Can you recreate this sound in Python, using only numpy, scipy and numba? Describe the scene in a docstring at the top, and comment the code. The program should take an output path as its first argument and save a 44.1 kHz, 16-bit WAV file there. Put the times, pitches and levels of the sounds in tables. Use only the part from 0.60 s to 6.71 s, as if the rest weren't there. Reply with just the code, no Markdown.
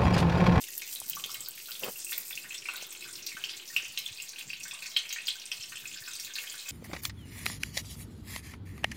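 """A narrow concrete pit: water leaks from a pipe joint, heard from a phone held above it.
Behind it lie far flow, room noise and a faint hollow drone, all bands of filtered noise.
A hand shifting on the phone rumbles, rubs once and taps. Fine spray ticks on wet stone,
and drops trap bubbles that ring a few cycles as damped sines; the hard walls echo and ring."""
import sys
import numpy as np
from scipy import signal
from scipy.io import wavfile
from scipy.ndimage import uniform_filter1d
from numba import njit

SR = 44100
rng = np.random.default_rng(int(sys.argv[2]) if len(sys.argv) > 2 else 0)


def to_wav(s):
    """Save 16-bit WAV."""
    ch = np.atleast_2d(s).T  # columns
    pcm = np.round(np.clip(ch, -1, 1) * 32767)  # PCM
    wavfile.write(sys.argv[1], SR, pcm.astype(np.int16))


N = 269451  # length in samples


def undb(db):
    """Amplitude gain from decibels."""
    return 10 ** (np.asarray(db) / 20)


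def level(x, db):
    """Scale a sound to an RMS level in dB."""
    return x * undb(db) / np.sqrt(np.mean(x ** 2))


def curve(table, column=1):
    """One column of a table at every sample, in straight lines between its times."""
    rows = np.array(table)
    return np.interp(np.arange(N) / SR, rows[:, 0], rows[:, column])


def balance(table, hz):
    """Level in dB at a pitch, read from a table of pitches and levels along log frequency."""
    rows = np.array(table)
    return np.interp(np.log(hz), np.log(rows[:, 0]), rows[:, 1])


def band(x, hz, width):
    """Two-pole resonance, gain 1 at the centre."""
    b, a = signal.iirpeak(min(hz, .45 * SR), hz / width, fs=SR)
    return signal.lfilter(b, a, x)


def walk(rate):
    """Random levels held 1 / rate s and slewed twice; spread near 1."""
    hold = int(SR / rate)
    steps = np.repeat(rng.standard_normal(N // hold + 1), hold)
    smooth = uniform_filter1d(uniform_filter1d(steps, hold), hold)
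    return 1.2 * smooth[:N]


def swell(start, attack, hold, release):
    """Gain that grows exponentially up to start, holds at 1, then dies away; all in seconds."""
    t = np.arange(N) / SR - start
    return np.exp(np.minimum(t / attack, 0) - np.maximum(t - hold, 0) / release)


@njit
def grains(n, start, turn, cycles, size, glide):
    """Damped sines with a soft first cycle; pitch rises by the fraction glide per 20 dB of decay."""
    out = np.zeros(n)
    for g in range(len(start)):
        samples = cycles[g] * 2 * np.pi / turn[g]  # time to fall 20 dB
        phase = 0.
        for i in range(min(int(2.5 * samples), n - start[g])):
            phase += min(turn[g] * (1 + glide[g] * i / samples), 2.8)  # stay below half the sample rate
            fade = np.exp(-2.3 * i / samples)
            onset = min(phase / 6.28, 1.)
            out[start[g] + i] += size[g] * fade * onset * np.sin(phase)
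    return out


def ring(s, db, hz, cycles, glide):
    """Grains from times, levels, starting pitches, cycles to fall 20 dB and fractional glide."""
    start = (s * SR).astype(np.int64)
    cycles = np.clip(cycles, .5, 60) + 0 * hz  # adding 0 * hz gives every grain its own value
    return grains(N, start, 2 * np.pi * hz / SR, cycles, undb(db), glide + 0 * hz)


# Colour of the far flow and room noise. Each row: frequency in Hz, relative density in dB per Hz.
HUSH_COLOUR = [(18, -32), (53, -25), (121, -16), (355, -10), (937, -13), (1720, -14), (4000, -15),
               (16000, -15)]
HUSH_DB, HUSH_WAVER_DB = -59.5, 1.5  # overall RMS, and the wander of each band


def hush():
    """Far flow and room noise: half-octave noise bands waver alone and flicker together."""
    out = 0
    flurry = 2.1 * walk(25.17)  # dB, shared by all bands
    for hz in 40 * 2 ** np.arange(0, 8.7, .5):
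        db = balance(HUSH_COLOUR, hz) + HUSH_WAVER_DB * walk(4.97) + flurry
        noise = band(band(rng.standard_normal(N), hz, hz / 2), hz, hz / 2)
        out = out + undb(db) * noise
    return level(out, HUSH_DB)


# The faint hollow drone coming and going. Each row: time in seconds, gain in dB.
DRONE_GAIN = [(0, -66), (1.1, -72), (2.5, -61.5), (3.05, -64.5), (3.3, -74.5), (6.11, -72.5)]


def drone():
    """A narrow wavering band of noise, hollow because two resonances near 360 Hz shape it."""
    noise = band(band(rng.standard_normal(N), 365, 97), 351, 160)
    waver = 2.0 * walk(6.73)  # dB
    return level(noise, -1.9) * undb(curve(DRONE_GAIN) + waver)


# The grip shifts and the case rumbles. Each row: start in seconds, hold in seconds, gain in dB.
GRIP_SHIFTS = [(.42, .42, -68.5), (1.75, 0.15, -70), (2.437, .2, -67.5), (3.306, 0.25, -80),
               (3.874, .09, -61), (4.03, 0.1, -68.5), (5.1, 0.3, -65)]
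SHIFT_ATTACK_S, SHIFT_RELEASE_S = 0.019, .02
REST_DB = -73.5  # rumble gain between shifts


def grip_rumble():
    """Low lumpy rumble: three broad low resonances of noise, swelling at each shift of the grip."""
    grip = undb(REST_DB)
    for s, hold, db in GRIP_SHIFTS:
        grip = grip + undb(db) * swell(s, SHIFT_ATTACK_S, hold, SHIFT_RELEASE_S)
    lumps = undb(4 * walk(50))
    noise = band(band(band(rng.standard_normal(N), 78, 150), 168, 186), 96, 370)
    return level(noise, 0) * grip * lumps


RUB_S, RUB_ATTACK_S, RUB_HOLD_S, RUB_RELEASE_S = 1.23, .007, .056, 0.014
RUB_DB = -39.5  # RMS before the swell shapes it


def skin_rub():
    """One scrape of skin on the case: uneven noise through body resonances, briefly let through."""
    slips = rng.standard_normal(N) * undb(1.9 * walk(300))
    low = band(band(slips, 250, 220), 260, 220)
    skin = band(slips, 455, 330) + 0.084 * band(slips, 860, 1200) + 0.34 * low
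    return level(skin, RUB_DB) * swell(RUB_S, RUB_ATTACK_S, RUB_HOLD_S, RUB_RELEASE_S)


# Soft finger taps on the phone. Each row: start in seconds, level in dB before the bass cut, pitch in Hz.
FINGER_TAPS = [(0.417, -24, 890), (0.658, -32, 450), (1.284, -26, 520), (2.225, -26, 595),
               (2.746, -35.5, 210), (3.231, -36, 372), (3.507, -36.5, 101), (4.991, -39.5, 110),
               (5.41, -36.5, 110)]
BASS_CUT_HZ = 60


def hand():
    """Handling noise at the microphone: rumble, rub and heavily damped taps, with the deep bass cut."""
    s, db, hz = np.transpose(FINGER_TAPS)
    handling = grip_rumble() + skin_rub() + ring(s, db, hz, 1.37, 0.)
    b, a = signal.butter(2, BASS_CUT_HZ, "high", fs=SR)
    return signal.lfilter(b, a, handling)


# The leak as heard from the moving phone.
# Each row: time in seconds, small bubbles in dB, fine spray in dB, sound sent to the walls in dB.
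FLOW_LEVELS = [(0, -49, -41.5, -8.5), (1, -59.5, -49, -2.5), (1.6, -63, -44.5, -2.5), (2, -52.5, -59, -1.5),
               (2.5, -56.5, -58, 0.5), (3, -56, -57.5, 0.5), (4, -55.5, -61.5, -0.5), (5, -55, -59, -1.5),
               (6.11, -52.5, -54, 2)]
# The loudest spray striking wet stone. Each row: start in seconds, level in dB, centre pitch in Hz.
LOUD_SPLATS = [(0.086, -16, 11500), (0.1047, -16, 14100), (0.1796, -5.5, 11900), (0.3519, -9.5, 10900),
               (0.402, -8, 10600), (0.4985, -0.5, 15200), (0.552, -10, 15200), (0.6055, -17, 14700),
               (0.662, -16, 12900), (0.7433, -11, 14100), (0.825, -24, 13200), (0.8863, -7.5, 13800),
               (1.1093, -12, 14700), (1.1963, -11, 15500), (1.244, -7.5, 15600), (1.5294, -9.5, 15100),
               (1.5798, -3, 14000), (2.137, -17, 10500), (2.166, -17, 14100), (2.2672, -21.5, 13700),
               (2.3267, -20, 12700), (2.6633, -18, 13400), (3.3885, -14.5, 12500), (4.914, -33, 13400)]
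MIST_FLURRY_DB = 3.5


def spray(count=9000):
    """Droplets too small to trap air tick on the stone as very short high rings, in flurries."""
    s, db, hz = np.transpose(LOUD_SPLATS)
    when, pitch, big = rng.random((count, 3)).T
    ticks = ring(when * N / SR, 16 * big ** 4, 5000 + 11000 * pitch, 1.2 + 3 * pitch, 0.)
    mist = ticks * undb(MIST_FLURRY_DB * walk(40))
    return ring(s, db, hz, 3.2, 0.) + level(mist, 0) * undb(curve(FLOW_LEVELS, column=2))


# Loudness of the small bubbles by pitch. Each row: pitch in Hz, relative level in dB.
BUBBLE_BALANCE = [(900, -24.5), (1500, -24.5), (2700, 2.5), (4000, 0.5), (6000, 6), (8500, 11), (11000, -3)]


def small_bubbles(count=2000):
    """Many tiny drops at chance moments, each ringing a bubble whose pitch rises."""
    when, pitch, big, long = rng.random((count, 4)).T
    hz = 900 * 12 ** pitch
    db = balance(BUBBLE_BALANCE, hz) + 13 * big ** 3  # a few stand out
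    bubbles = ring(when * N / SR, db, hz, 2.1 + 5.3 * long, 0.11)
    return level(bubbles, 0) * undb(curve(FLOW_LEVELS))


LESSER_LOW_HZ, LESSER_HIGH_HZ = 1358, 8580
LESSER_CYCLES = 5.2  # mean cycles to fall 20 dB
LESSER_DB, LESSER_DB_PER_OCTAVE = -42, 7  # mean level at 2.5 kHz, and its rise with pitch
LESSER_SPREAD_DB = 10  # full range around the mean


def lesser_drips(count=130):
    """Weaker drops drawn by chance, as rows of start, level, bubble pitch and cycles."""
    when, pitch, big, long = rng.random((count, 4)).T
    hz = LESSER_LOW_HZ * (LESSER_HIGH_HZ / LESSER_LOW_HZ) ** pitch
    db = LESSER_DB + LESSER_DB_PER_OCTAVE * np.log2(hz / 2500) + LESSER_SPREAD_DB * (big - .5)
    return np.transpose([when * N / SR, db, hz, LESSER_CYCLES * (.5 + long)])


# The drops that stand out.
# Each row: start in seconds, level in dB before the walls, bubble pitch in Hz, cycles to fall 20 dB.
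CLEAR_DRIPS = [(0.0398, -26, 3000, 3.9), (0.0853, -35.5, 1830, 7.9), (0.219, -22.5, 2210, 4.3),
               (0.3592, -25, 3720, 8.7), (0.5323, -25.5, 2950, 4.9), (0.5592, -24, 5950, 7.8),
               (0.568, -34, 1116, 8.6), (0.6395, -18, 3260, 5), (0.692, -37.5, 1166, 10.7),
               (0.7167, -27.5, 5400, 7.6), (0.745, -27, 2900, 5.9), (0.7532, -30, 1970, 3),
               (0.8062, -21.5, 7750, 14), (0.8602, -27.5, 4360, 5.5), (0.8741, -45, 1400, 6.6),
               (0.977, -33.5, 2120, 3.7), (1.084, -41.5, 1340, 10), (1.1176, -25, 3870, 3.7),
               (1.1527, -30, 3460, 6.3), (1.2342, -20.5, 2870, 5.4), (1.3574, -43, 2700, 16),
               (1.4467, -20, 8240, 14.6), (1.4664, -39.5, 2550, 9.8), (1.4918, -39, 2580, 9.7),
               (1.5206, -24.5, 1790, 2.2), (1.5296, -22.5, 3560, 5.5), (1.7085, -27.5, 1950, 1.8),
               (1.7283, -33, 3430, 15), (1.754, -21, 6200, 3.5), (1.775, -30.5, 2600, 8.4),
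               (1.845, -33.5, 1650, 4), (1.906, -34.5, 2490, 12), (1.9455, -25.5, 3270, 5.9),
               (1.98, -30, 5480, 13), (2.0553, -30, 2240, 8.4), (2.0862, -25.5, 2540, 8.6),
               (2.087, -30, 1240, 4.5), (2.1377, -38.5, 1400, 14), (2.1587, -26.5, 3850, 2.3),
               (2.212, -35, 2950, 9.9), (2.2236, -25, 5900, 5.2), (2.3498, -33, 2980, 5.9),
               (2.423, -38, 2470, 6.3), (2.4533, -41.5, 1490, 7.4), (2.5283, -28, 8600, 13),
               (2.5547, -25.5, 4250, 2.7), (2.6655, -20, 4560, 4), (2.717, -36, 2170, 11),
               (2.768, -33, 1400, 2.9), (2.839, -23, 2870, 5.5), (2.8937, -24.5, 2830, 2.3),
               (3.1008, -47.5, 1750, 18), (3.1639, -17.5, 2836, 15.4), (3.252, -31.5, 2830, 8.4),
               (3.375, -20.5, 2950, 4.9), (3.4618, -28, 3360, 13), (3.6, -34.5, 2730, 13),
               (3.6215, -25.5, 7470, 10), (3.6911, -26, 5900, 7.5), (3.7844, -28, 3280, 4.9),
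               (3.9018, -32.5, 2570, 10), (3.9323, -28.5, 2760, 7.7), (4.033, -24, 5830, 7.2),
               (4.0532, -36.5, 1520, 5.2), (4.1099, -26.5, 2600, 2.9), (4.1301, -47, 1020, 6.5),
               (4.2217, -29, 2200, 2.5), (4.2588, -27, 2210, 2), (4.3164, -33, 3280, 5.1),
               (4.3643, -12.5, 3100, 6.9), (4.4539, -29.5, 2380, 3.5), (4.4922, -25.5, 5640, 8.1),
               (4.5044, -26.5, 2570, 3.6), (4.5262, -24.5, 2780, 5.3), (4.5272, -17.5, 6250, 4.3),
               (4.5608, -30.5, 1790, 7.8), (4.5844, -30.5, 2560, 19), (4.67, -22.5, 4650, 6.4),
               (4.6824, -15.5, 3190, 7.4), (4.7542, -46, 1500, 9.9), (4.798, -31.5, 5650, 8.8),
               (4.9166, -19.5, 2920, 4.9), (5.0096, -34, 2960, 10), (5.026, -31.5, 5440, 24),
               (5.1213, -31.5, 1630, 4.5), (5.1702, -30, 2870, 6.7), (5.2547, -34.5, 2520, 7.5),
               (5.2743, -26, 7050, 6.2), (5.4216, -46, 1740, 16), (5.4766, -39.5, 1340, 7.5),
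               (5.5344, -28, 6050, 11), (5.5535, -26.5, 4600, 6.4), (5.598, -20.5, 5200, 3.5),
               (5.6477, -29, 4100, 6.1), (5.6977, -46, 1530, 16), (5.7549, -21, 4160, 5.6),
               (5.7634, -37, 1600, 6.9), (5.7846, -24, 2670, 3.7), (5.8371, -43.5, 1750, 17),
               (5.9402, -39, 1510, 4.7), (6.083, -23, 2800, 1.7), (6.0886, -20, 7350, 4.4)]
GLIDE_HZ = 204  # climb of a bubble's pitch while it falls 20 dB


def drips(count=8):
    """Each drop slaps the pool, its bubble rings with rising pitch, and droplets fall back around it."""
    s, db, hz, cycles = np.vstack([CLEAR_DRIPS, lesser_drips()]).T
    late, pitch, size = rng.random((len(s), 3, count)).transpose(1, 2, 0)
    droplet_s = s + 0.027 * late ** 2
    droplet_db = db - 3.5 - 8 * late - 8 * size  # later ones are weaker
    droplet_hz = np.minimum(hz * 5. ** pitch, 15000)
    droplets = ring(droplet_s.ravel(), droplet_db.ravel(), droplet_hz.ravel(), 6.6, 0.)
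    slap = ring(s - .001, db - 13.5, np.minimum(1.76 * hz, 13000), 3.6, 0.)
    bubble = ring(s, db, hz, cycles, GLIDE_HZ / hz)
    return bubble + slap + droplets


# First echoes of the near walls. Each row: delay in seconds, level in dB before the scatter.
NEAR_ECHOES = [(.0008, -28), (.0023, -1), (.0044, -8.5), (.0080, -3.5)]
# Air resonances of the pit. Each row: frequency in Hz, width in Hz, level in dB over RING_DB.
AIR_RESONANCES = [(1154, 39, 7), (1465, 15, 0), (1545, 22.7, 6.5), (1843, 20, -0.5), (2170, 8.7, 1),
                  (2502, 138, 18), (2553, 12, 4), (2626, 55, 5), (2740, 66, 13), (3177, 36, 7),
                  (3445, 17, 2), (3570, 16, -39), (4170, 100, -3.5), (4702, 165, 10.5)]
RING_DB = -40.5
# The fading echo tail.
# Each row: centre in Hz, time to fall 60 dB in seconds, level in dB before scaling with frequency.
ECHO_TAIL = [(520, 1, -18), (1040, 0.21, -24.5), (2070, 0.29, -23.5), (4330, 0.19, -19),
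             (7900, 0.24, -27.5), (15000, 0.046, -21)]


def walls():
    """Answer of the pit at one spot: first echoes, air resonances and a dense fading tail."""
    t = np.arange(SR // 3) / SR
    answer = np.zeros(len(t))
    for s, db in NEAR_ECHOES:
        answer[int(s * SR)] += undb(db)
    answer = band(answer, 5040, 6900)  # rough concrete scatters the top
    for hz, width, db in AIR_RESONANCES:
        tone = np.sin(2 * np.pi * (hz * t + rng.random()))
        answer += undb(db + RING_DB) * np.exp(-np.pi * width * t) * tone
    for hz, t60, db in ECHO_TAIL:
        noise = band(rng.standard_normal(len(t)), hz, 0.41 * hz)
        onset = np.clip(t / 0.00033, 0, 1)
        answer += level(noise, db + 10 * np.log10(hz / SR)) * 1000 ** (-t / t60) * onset
    return answer


def pit(x, count=20):
    """Direct sound plus walls; the phone keeps moving, so each stretch gets a new wall answer."""
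    out = np.pad(x, (0, SR))  # room for the last echoes
    heard = x * undb(curve(FLOW_LEVELS, column=3))
    size = N // count + 1
    for start in range(0, N, size):
        echo = signal.fftconvolve(heard[start:start + size], walls())
        out[start:start + len(echo)] += echo
    return out[:N]


def scene():
    """The water rings inside the pit; background and handling reach the microphone without its echo."""
    water = drips() + small_bubbles() + spray()
    return (pit(water) + hush() + drone() + hand())[None]


TOP_HZ = 15900  # upper limit of the phone
OFFSET = -.0006  # constant shift, in full scales


def record(dry):
    """The microphone port dips near 10 kHz; the phone cuts the top and sits slightly off zero."""
    ported = dry - 0.55 * band(dry, 10490, 2200)
    top_cut = signal.ellip(10, .2, 60, TOP_HZ, fs=SR, output="sos")
    return signal.sosfilt(top_cut, ported) + OFFSET


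dry = scene()
out = record(dry)
to_wav(out)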